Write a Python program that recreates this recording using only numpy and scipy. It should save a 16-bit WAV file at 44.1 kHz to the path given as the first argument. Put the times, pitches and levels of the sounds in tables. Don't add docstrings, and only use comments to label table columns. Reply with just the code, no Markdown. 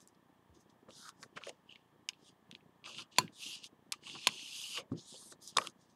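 import sys
import numpy as np
from scipy import signal
from scipy.fft import rfft, irfft
from scipy.io import wavfile
from scipy.ndimage import uniform_filter1d, minimum_filter1d

SR = 44100
rng = np.random.default_rng(int(sys.argv[2]) if len(sys.argv) > 2 else 0)


def voltage_ratio(decibels):
    exponent = np.asarray(decibels, float) / 20
    return 10 ** exponent


def pcm_store(signal):
    levels = np.round(np.clip(np.atleast_2d(signal), -1, 1) * 32767)
    wavfile.write(sys.argv[1], SR, levels.astype(np.int16).T)


N = 262395
TIME = np.arange(N) / SR


def evened(x):
    return x / np.sqrt(np.mean(x ** 2) + 1e-20)


def add(mix, s, sound):
    part = mix[round(s * SR):][:len(sound)]
    part += sound[:len(part)]


def resonate(x, hz, width):
    r = np.exp(-np.pi * width / SR)
    return signal.lfilter([1 - r * r, 0, r * r - 1], [2, -4 * r * np.cos(2 * np.pi * hz / SR), 2 * r * r], x)


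def ring(hz, t60, t):
    return np.sin(2 * np.pi * hz * t) * voltage_ratio(-60 * t / t60)


def bandpass(x, order, low_hz, high_hz):
    return signal.sosfilt(signal.butter(order, (low_hz, high_hz), "band", fs=SR, output="sos"), x)


def controls(tables, fade=0.007):
    s, *columns = np.concatenate(tables).T
    playing = sum((TIME >= rows[0][0]) & (TIME <= rows[-1][0]) for rows in tables)
    shut = 1. - playing.clip(0, 1)
    gate = minimum_filter1d(1 - minimum_filter1d(shut, size=601), size=601)
    return uniform_filter1d(gate, int(fade * SR)), [np.interp(TIME, s, c) for c in columns]


def swells(rows):
    climb_db = 30
    t = np.arange(0, N + 32, 32) / SR
    s, rise, fall, db = np.transpose(rows)[:4, :, None]
    steps = np.where(t < s, (s - t) / abs(rise), (t - s) / abs(fall))
    return t, voltage_ratio(db - climb_db * np.minimum(steps, 6)) ** 2


def swelling(rows):
    t, power = swells(rows)
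    return np.interp(TIME, t, np.sqrt(power.sum(0)))


# (f/Hz, level/dB per Hz)
ROOM_TONE = [(35, -48), (60, -28.5), (113, -9), (189, -5), (553, -11.5), (903, -6.5), (1200, -9.5),
             (1440, -21), (1780, -10.5), (1950, -19.5), (2650, -23.5), (3120, -21), (4530, -30),
             (13000, -34), (15650, -32), (15850, -71.5)]


def room():
    f, db = np.transpose(ROOM_TONE)
    colour = voltage_ratio(np.interp(np.log(np.fft.rfftfreq(N, 1 / SR) + 1), np.log(f), db))
    air = evened(irfft(rfft(rng.standard_normal(N)) * colour, N))
    port = evened(resonate(resonate(rng.standard_normal(N), 3250, 350), 3250, 500))
    return voltage_ratio(-72) * (air + voltage_ratio(-21.0) * port)


def camera(dip_ms=0.66, busy=0.44, lumps_db=6.0):
    frame_rate_hz, first_s = 30.0102, .0282
    at = (np.arange(first_s, N / SR, 1 / frame_rate_hz) * SR).astype(int)
    dips = np.zeros(N)
    dips[at] = voltage_ratio(-56.5 + 2.5 * rng.standard_normal(len(at)))
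    u = np.arange(-100, 300) / SR * 1e3 / dip_ms
    shape = -np.where(u < 0, np.exp(-u ** 2 * 2), np.exp(-u ** 2 / 2.0))
    phase = (TIME - first_s + 0.0016) * frame_rate_hz % 1
    wander = uniform_filter1d(uniform_filter1d(rng.standard_normal(N), 1500), 700)
    lumps = voltage_ratio(lumps_db * evened(wander))
    storing = rng.standard_normal(N) * lumps * np.exp(-phase / busy)
    rumble = resonate(resonate(storing, 170, 180), 190, 360)
    return signal.oaconvolve(dips, shape)[100:N + 100] + voltage_ratio(-71) * evened(rumble)


def background(loud, depth_db=1.0, recovery=.5):
    active = uniform_filter1d(loud ** 2, 2000) > voltage_ratio(-56) ** 2
    held = signal.lfilter([1 / (recovery * SR)], [1, 1 / (recovery * SR) - 1], active)
    return (room() + camera()) * voltage_ratio(-depth_db * held)


def tick(db, hz, body_db, crack_db, t60):
    t = np.arange(2000) / SR
    t60 = max(t60, .003)
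    puff = rng.standard_normal(2000)
    body_hz = 1140 * (1 + .04 * np.tanh(puff[0]))
    puff = puff + 5 * np.exp(-((t - .0003) / .00004) ** 2)
    contact = 1 - np.exp(-t / 0.00032)
    edge = bandpass(puff * contact * voltage_ratio(-60 * t / t60), 2, hz / 1.283, hz * 1.25)
    body = contact * ring(body_hz, 1.6 * t60, t)
    crack = bandpass(puff * contact * voltage_ratio(-60 * t / (0.25 * t60)), 3, 4600, 10500)
    return voltage_ratio(db) * (edge / abs(edge).max() + voltage_ratio(body_db) * body + voltage_ratio(crack_db) * crack / abs(crack).max())


# (t/s, peak level/dB, ring
# f/Hz, t60/s)
PRICKS = [(.0036, -52, 8000, .005), (.0036, -56, 3900, .005), (.0845, -57, 7000, .005),
          (1.2063, -57, 7000, .006), (1.2175, -62, 6000, .006), (1.2213, -60, 9000, .005),
          (1.2282, -38, 5800, 0.013), (1.2335, -44, 4800, 0.014), (3.9207, -22, 5600, .012),
          (3.9238, -27.5, 6000, .012), (4.272, -20.5, 5800, .02), (5.5701, -16, 6800, 0.0056),
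          (5.686, -52, 6060, .006), (5.513, -52, 6500, .006), (4.2702, -22, 9600, .016),
          (3.1855, -19, 6200, .016), (3.921, -38, 10300, .012), (1.4935, -40, 5500, .01)]
# (t/s, peak level/dB, ring f/Hz, body rel level/dB, crack rel level/dB)
TAPS = [(0.0738, -47.5, 8300, -20, -16), (0.088, -79, 1840, 1, 10), (0.9056, -45.5, 3530, -20, -5),
        (1.228, -43.5, 1900, -3, 0), (1.493, -38, 2480, -29, 4), (2.088, -20.5, 3480, -39, -17),
        (2.088, -22, 5660, -40, -21), (2.5122, -39, 2950, -38, -3), (3.9208, -30.5, 3000, -25, 11),
        (3.9238, -28, 2850, -11.5, 2), (4.2700, -12.5, 3300, -10.5, -10), (3.1831, -18.5, 3300, -8, -22),
        (1.0905, -44, 3060, 1, 11), (3.641, -35.5, 3520, -30, -2), (5.672, -46, 1730, -17, -20),
        (4.9177, -69, 3330, 28.5, -12), (5.4755, -34, 7480, -29, -8), (5.567, -29.5, 4200, 10, 5),
        (5.5698, -12, 4200, -6, -4.5), (5.5835, -18, 2000, 5.5, -1), (5.6709, -26.5, 3720, -14, 0.5),
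        (5.698, -55.5, 5220, -31.5, 8)]
# (t/s, peak level/dB, ring f/Hz, crack rel level/dB)
RATTLES = [(.1464, -62, 4630, -8), (.6988, -64, 4200, -17), (0.886, -56, 1770, -13), (5.65, -45, 1493, -20),
           (1.2341, -43.5, 1580, -8), (1.4122, -51, 2550, -16), (1.4679, -41.5, 1930, 0),
           (3.9364, -38, 2670, -19.5), (4.0697, -46, 2850, -2), (4.1506, -38.5, 2960, -20),
           (4.7737, -31.5, 2570, -12), (5.3232, -46.5, 1473, 0), (5.6146, -35, 3050, -14)]
# (t/s, peak level/dB, ring f/Hz, t60/s)
CATCHES = [(1.3707, -37.5, 2260, 0.048), (1.3764, -54, 2750, .012), (1.4358, -34, 2950, 0.012),
           (1.724, -54, 5500, .008), (1.7568, -43.5, 2800, 0.022), (2.0948, -37.5, 2930, 0.0055),
           (2.1328, -48.5, 3100, 0.0098), (2.5248, -45, 3140, .0075), (2.55, -33.5, 2930, 0.0077),
           (2.607, -57, 2140, 0.021), (2.841, -39.5, 3040, 0.01), (2.859, -39, 2950, 0.034),
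           (2.983, -32.5, 3380, 0.028), (3.161, -42, 3500, 0.019), (3.278, -42, 2600, 0.015),
           (1.3677, -42, 2790, .012), (2.9471, -39, 3170, 0.011), (2.993, -37, 3000, .015),
           (4.036, -48, 2520, .012), (4.0676, -38, 2900, 0.014), (4.075, -39, 2870, 0.02),
           (4.187, -43, 2920, .014), (4.2403, -42, 2900, .012), (4.2465, -41, 2900, .01),
           (4.251, -38, 3000, 0.009), (4.3934, -39.5, 3000, 0.013), (4.474, -45, 2760, .012),
           (4.0967, -38, 3060, 0.0091), (4.2882, -27, 2740, 0.01), (5.5494, -50, 3890, .012)]


def small_contacts():
    catch_crack_db = -27.5
    rows = [(s, db, hz, -40, catch_crack_db, t60) for s, db, hz, t60 in PRICKS]
    rows += [(*row, 0.0097) for row in TAPS]
    rows += [(s, db, hz, -10.5, crack_db, 0.025) for s, db, hz, crack_db in RATTLES]
    rows += [(s, db, hz, -24, catch_crack_db, t60) for s, db, hz, t60 in CATCHES]
    out = np.zeros(N)
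    for s, *contact in rows:
        add(out, s + .0006, tick(*contact))
    return out


# (peak t/s, rise t/s, fall t/s, pressure level/dB, lightness 0-1)
BRUSHES = [(0.02, 0.072, 0.06, -76.5, 0.83), (.086, .01, 0.033, -84, 0.93), (0.549, .02, .1, -74.5, 0.6),
           (.609, 0.059, 0.056, -83, 0.94), (.7, 0.018, 0.048, -75.5, 0.6),
           (1.236, 0.077, 0.044, -68.5, 0.8), (4.925, .03, .03, -72.5, 0.63),
           (5.228, .02, .05, -63.5, 0.65), (4.815, .03, 0.022, -75.5, 1.0),
           (1.366, 0.013, .03, -52.5, 0.41), (1.375, 0.014, .025, -47, 0.34),
           (1.45, 0.064, 0.12, -59.5, 0.48), (1.496, 0.13, 0.02, -52.5, 0.42),
           (1.715, 0.07, 0.16, -62.5, 0.24), (2.141, 0.027, .06, -68.5, 0.16),
           (2.288, 0.15, 0.047, -65, 0.58), (2.557, 0.1, 0.049, -68, 0.38),
           (3.122, 0.0155, .17, -61.5, .36), (3.176, 0.038, 0.034, -52, 0.4),
           (3.205, .012, 0.092, -52.5, 0.4), (3.93, .005, 0.068, -57, 0.45),
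           (4.266, 0.027, 0.018, -47.5, 0.25), (5.815, 0.068, 0.14, -76, 0.66),
           (5.9, 0.03, 0.096, -76, 0.64)]
# (t/s, pressure level/dB, lightness 0-1)
REACH = [
    (0.89, -67.5, 0.48),
    (.93, -68.5, 0.62),
    (.975, -61.5, 0.61),
    (1.01, -61, 0.63),
    (1.076, -64, 0.66),
    (1.1, -65, 0.68),
    (1.13, -97.5, 0.55),
]
SETTLE = [
    (2.838, -74, 0.3),
    (2.847, -57.5, 0.25),
    (2.857, -47.5, 0.26),
    (2.89, -53, 0.46),
    (2.94, -55, 0.36),
    (2.975, -50, 0.37),
    (2.99, -45, 0.35),
    (3.024, -54.5, 0.48),
    (3.07, -88, 0.15),
]
WIPE = [
    (3.32, -77.5, 0.54),
    (3.33, -74, 0.66),
    (3.425, -48, 0.5),
    (3.554, -48.5, 0.45),
    (3.618, -64.5, 0.37),
    (3.644, -50.5, 0.45),
    (3.668, -58, 0.57),
    (3.692, -88.5, 0.5),
    (3.699, -83, 0.36),
]
SWEEP = [
    (4.01, -80, .55),
    (4.036, -62, .45),
    (4.07, -50.5, .36),
    (4.09, -51, 0.37),
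    (4.14, -51, .4),
    (4.165, -51, 0.32),
    (4.21, -53.5, .42),
    (4.245, -48.5, .4),
    (4.29, -57, .44),
]
GLIDE = [
    (4.3, -52.5, .44),
    (4.392, -49.5, .44),
    (4.458, -52.5, .5),
    (4.504, -51.5, .49),
    (4.568, -47.5, 0.54),
    (4.745, -48, 0.51),
    (4.776, -40, 0.37),
    (4.801, -50.5, 0.47),
    (4.835, -76.5, .3),
]
PAPER_DRAG = [
    (4.95, -82.5, 0.52),
    (4.984, -57, 0.53),
    (5.042, -68.5, 0.69),
    (5.102, -58, .62),
    (5.155, -55, 0.51),
    (5.21, -66, 0.81),
    (5.3, -70, 0.87),
    (5.325, -58.5, 0.66),
    (5.36, -98, 0.6),
]
RETURN = [
    (5.4, -84, 0.59),
    (5.425, -68.5, .85),
    (5.46, -65.5, .78),
    (5.49, -56, 0.66),
    (5.54, -75, .55),
    (5.6, -62, .75),
    (5.667, -53, 0.49),
    (5.72, -86, 0.83),
]


def hand():
    gate, (drag_db, drag_light) = controls([REACH, SETTLE, WIPE, SWEEP, GLIDE, PAPER_DRAG, RETURN])
    drag = (gate * voltage_ratio(drag_db)) ** 2
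    t, power = swells(BRUSHES)
    touch = np.interp(TIME, t, power.sum(0))
    touch_light = np.interp(TIME, t, np.transpose(BRUSHES)[4] @ power)
    total = drag + touch + 1e-24
    return np.sqrt(total), (drag * drag_light + touch_light) / total


# (f/Hz, level/dB per Hz)
SCRAPE = [(1000, -56), (1700, -26), (1990, -26), (2670, -4), (2870, 0), (3630, -5), (4070, -8), (4510, -5),
          (5600, -11), (6500, -8), (7340, -14), (8860, -14), (11700, -21), (13900, -35), (16000, -63)]
# (t/s, f/Hz)
SHEEN = [
    (4.98, 5200),
    (5.1, 8240),
    (5.27, 9400),
    (5.33, 8100),
]


def strokes():
    pressure, light = hand()
    grain = evened(uniform_filter1d(rng.exponential(1, N) - 1, 40))
    slips = rng.standard_normal(N) * voltage_ratio(1.5 * grain)
    hz, t, z = signal.stft(slips, SR, nperseg=512, noverlap=384)
    hz = hz[:, None] + 1
    hold = np.interp(t, TIME, light)
    force_db = np.interp(t, TIME, 20 * np.log10(pressure))
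    paper = (t > PAPER_DRAG[0][0]) & (t < PAPER_DRAG[-1][0])

    firm_hz, light_hz = 2850, 3710
    freed = .5 + .5 * np.tanh((hold + 0.057 * paper - 0.59) / 0.022 / 2)
    flex_hz = firm_hz + (light_hz - firm_hz) * freed
    height_db = 15 - 26.5 * hold
    hump = np.exp(-(np.log(hz / flex_hz) / 0.36) ** 2)
    f, db = np.transpose(SCRAPE)
    colour = voltage_ratio(np.interp(np.log(hz * 2900 / flex_hz), np.log(f), db) + height_db * hump)

    tilt_db = np.maximum(0.52 * (force_db + 51.5) + 44.5 * (hold - .5), -25) - 3 * paper
    droop_db = 3.9 * np.minimum(tilt_db, .5) * np.log2(np.maximum(hz / 7500, 1)) ** 2
    upper = voltage_ratio(np.interp(np.log(hz), np.log(f), db) + droop_db)
    sheen_hz = np.interp(t, *np.transpose(SHEEN))
    upper = upper * voltage_ratio(paper * 9.5 * np.exp(-(np.log(hz / sheen_hz) / .3) ** 2))

    blotches = uniform_filter1d(rng.standard_normal(z.T.shape), 15, 0)
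    patches = evened(uniform_filter1d(blotches, 6, 1)).T
    patchy = z * voltage_ratio(2.0 * patches)

    def coloured(mask):
        shaped = patchy * mask / np.linalg.norm(mask, axis=0)
        return evened(signal.istft(shaped, nperseg=512, noverlap=384)[1][:N])

    share = np.clip((hz - 4700) / 600, 0, 1)
    hiss = coloured(colour * np.sqrt(1 - share))
    fizz = coloured(upper * np.sqrt(share))
    fizz_db = -24 + 40 * light
    body = evened(resonate(resonate(slips, 1000, 400), 1170, 1300))
    return pressure * (hiss + voltage_ratio(fizz_db) * fizz + voltage_ratio(-25) * body) + rubs(slips)


# (t/s, level/dB, f/Hz, t60/s)
THUDS = [
    (0.5, -49, 72, .15),
    (3.19, -42, 110, .25),
    (4.9175, -22, 252, 0.04),
    (4.915, -32, 112, 0.096),
    (4.94, -38, 170, .15),
]


def thuds():
    out, t = np.zeros(N), np.arange(12000) / SR
    for s, db, hz, t60 in THUDS:
        add(out, s, -voltage_ratio(db) * ring(hz, t60, t) * (1 - np.exp(-t / 0.0027)))
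    return out


# (f/Hz, width f/Hz, level/dB)
BOOM_MODES = [(143, 200, -2), (213, 11, 1), (269, 37, -3.5), (328, 22, 1.5)]
# (peak t/s, rise t/s, fall t/s, level/dB)
BOOMS = [(.574, 0.056, 0.022, -61), (.89, 0.02, 0.1, -57), (1.262, 0.096, 0.018, -56.5),
         (1.366, 0.016, 0.038, -54.5), (1.495, .03, .06, -68), (2.872, 0.083, .2, -64),
         (3.006, 0.19, .09, -58), (3.187, 0.0043, 0.1, -39), (3.25, 0.098, 0.052, -47),
         (3.496, 0.15, 0.064, -65), (4.16, 0.19, 0.086, -55.5), (4.275, .006, 0.12, -49),
         (4.36, 0.24, 0.028, -59.5), (4.788, 0.035, 0.098, -62.5), (4.93, 0.009, 0.092, -42),
         (4.99, 0.09, 0.021, -51.5), (5.328, 0.036, 0.045, -58), (5.57, 0.0076, 0.077, -49.5),
         (5.6, .03, 0.02, -49), (5.685, 0.33, .035, -60)]
# (peak t/s, rise t/s, fall t/s, level/dB)
KNOCKS = [(.89, 0.017, 0.042, -57), (1.262, 0.079, 0.019, -62.5), (1.366, 0.01, 0.11, -55),
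          (1.47, 0.006, 0.065, -43.5), (1.495, 0.0048, 0.027, -42), (2.872, .04, 0.23, -63.5),
          (3.187, .004, 0.088, -65), (4.16, 0.054, 0.14, -72), (4.274, 0.005, .08, -53),
          (4.788, 0.04, 0.15, -52), (4.92, .004, 0.025, -51), (5.142, .006, 0.044, -52.5),
          (5.328, 0.026, 0.031, -57), (5.57, 0.0031, 0.1, -40), (5.61, .02, 0.054, -49.5)]


def table():
    shake = rng.standard_normal((2, N))
    boom = sum(voltage_ratio(db) * resonate(resonate(shake[0], hz, width), hz, 87) for hz, width, db in BOOM_MODES)
    knock = resonate(resonate(shake[1], 540, 160), 470, 290)
    return swelling(BOOMS) * evened(boom) + swelling(KNOCKS) * evened(knock)


# (peak t/s, rise t/s, fall t/s, level/dB, body f/Hz)
RUBS = [(0.886, 0.0082, .05, -60.5, 1160), (1.06, 0.11, 0.073, -60, 1370), (1.09, 0.1, 0.039, -56, 1280),
        (1.234, 0.017, 0.024, -53, 1470), (1.375, 0.012, 0.018, -38, 1295),
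        (1.415, 0.0092, 0.087, -57, 1250), (2.876, 0.053, 0.071, -53, 1090),
        (2.993, 0.036, 0.081, -54, 1180), (3.19, 0.012, 0.045, -39, 990), (3.935, 0.02, 0.02, -53, 1150),
        (4.075, 0.017, 0.057, -60.5, 1010), (4.155, 0.017, 0.037, -48.5, 950),
        (4.272, 0.012, 0.081, -49, 1006), (4.786, 0.051, 0.045, -48, 1120), (4.8, .06, 0.043, -53, 2230),
        (1.372, 0.011, .03, -52, 2200), (5.225, 0.028, 0.035, -65, 1040), (5.57, 0.018, 0.11, -51, 1150),
        (5.618, 0.027, .05, -45.5, 1094), (5.65, 0.022, 0.061, -51.5, 1295)]


def rubs(slips):
    out = np.zeros(N)
    t, power = swells(RUBS)
    for (*_, hz), p in zip(RUBS, power):
        body = evened(resonate(resonate(slips, hz, 300), hz, 670))
        out += np.interp(TIME, t, np.sqrt(p)) * body
    return out


# (t/s, level/dB, f/Hz, length t/ms)
CREAKS = [
    (1.693, -51, 3000, 1.6),
    (1.697, -44.5, 2900, 1.4),
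    (1.7095, -54, 2900, 1.2),
    (1.712, -48, 3050, 1),
    (1.7177, -52, 2950, 1.2),
    (1.725, -44, 2870, 0.79),
    (1.738, -59, 3100, 1.5),
    (1.7427, -55, 3050, 1),
    (1.754, -57, 2900, 1.5),
]


def creaks():
    out, t = np.zeros(N), np.arange(-300, 300) / SR
    for s, db, hz, ms in CREAKS:
        add(out, s + t[0], voltage_ratio(db) * np.sin(2 * np.pi * hz * t) * np.exp(-(t * 1e3 / ms) ** 2))
    return out


# (f/Hz, level/dB, t60/s)
PLATE = [(1007, 0, 0.067), (1616, -9, .05), (2470, -5, 0.034), (2750, -11.5, 0.067), (3380, 1.5, 0.017),
         (4197, -7.5, 0.053), (4470, 3.5, 0.031), (5900, -4.5, 0.02), (7110, 2, 0.022), (8600, -5.5, 0.023),
         (9770, -0.5, 0.02), (10520, -6.5, 0.027), (11480, -5.5, 0.018)]


def snap(db, low_db, chatter_ms, damping):
    t = np.arange(4000) / SR
    u = (t * 1e3 - .2) / .085
    lead = (1 - u ** 2) * np.exp(-u ** 2 / 2)
    chatter = rng.standard_normal(300) * np.exp(-t[:300] * 1e3 / max(chatter_ms, .2))
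    contacts = chatter + 14 * (np.arange(300) == 6)
    low, *modes = (voltage_ratio(level) * ring(hz, t60 * damping, t) for hz, level, t60 in PLATE)
    low, middle, high = (np.convolve(contacts, m)[:4000] for m in (low, sum(modes[:6]), sum(modes[6:])))
    spray = np.diff(rng.standard_normal(4001)) * voltage_ratio(-60 * t / 0.0066)
    high = high + 0.9 * np.std(high[:200]) * spray
    low, middle, high = (p / abs(p).max() for p in (low, middle, high))
    return voltage_ratio(db) * (voltage_ratio(low_db) * low + 0.44 * middle + voltage_ratio(-6) * high + voltage_ratio(-6) * lead)


# (t/s, peak level/dB, low mode rel level/dB, chatter t/ms, t60 factor)
SNAPS = [
    (2.0889, -34, -19.5, 0.7, 0.77),
    (3.1849, -4, -14, 1.8, 0.75),
    (3.9218, -32, -28, 2.5, 0.6),
    (4.2710, -9.5, -11, 0.96, 0.48),
]


def snaps():
    out = np.zeros(N)
    for s, *blow in SNAPS:
        add(out, s, snap(*blow))
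    return signal.sosfilt(signal.butter(4, 12000, fs=SR, output="sos"), out)


# (peak t/s, rise t/s, fall t/s, level/dB)
SHIVERS = [
    (2.095, .006, 0.03, -58.5),
    (3.198, .01, 0.096, -49),
    (3.93, .006, 0.062, -63.5),
    (4.28, .008, 0.042, -54.5),
]


def shiver():
    rattle = rng.standard_normal(N)
    modes = sum(voltage_ratio(-8 * np.log2(hz / 2500)) * resonate(rattle, hz, 200) for hz, db, t60 in PLATE[1:])
    return swelling(SHIVERS) * evened(modes)


def reflections(x, wet_db=-16, t60=0.054):
    t = np.arange(6000) / SR
    tail = rng.standard_normal(6000) * voltage_ratio(-60 * t / t60) * (t > .003)
    return x + voltage_ratio(wet_db) * signal.oaconvolve(x, tail / np.linalg.norm(tail))[:N]


def scene():
    hits = bandpass(reflections(snaps() + small_contacts()), 2, 350, 13500)
    hands = hits + thuds() + strokes() + table() + shiver() + creaks()
    return (hands + background(hands))[None]


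def band_limit(x):
    return signal.sosfilt(signal.butter(12, 16440, fs=SR, output="sos"), x)


def record(dry):
    mix = signal.sosfiltfilt(signal.butter(2, 80, "high", fs=SR, output="sos"), dry)
    return band_limit(mix)


dry = scene()
out = record(dry)
pcm_store(out)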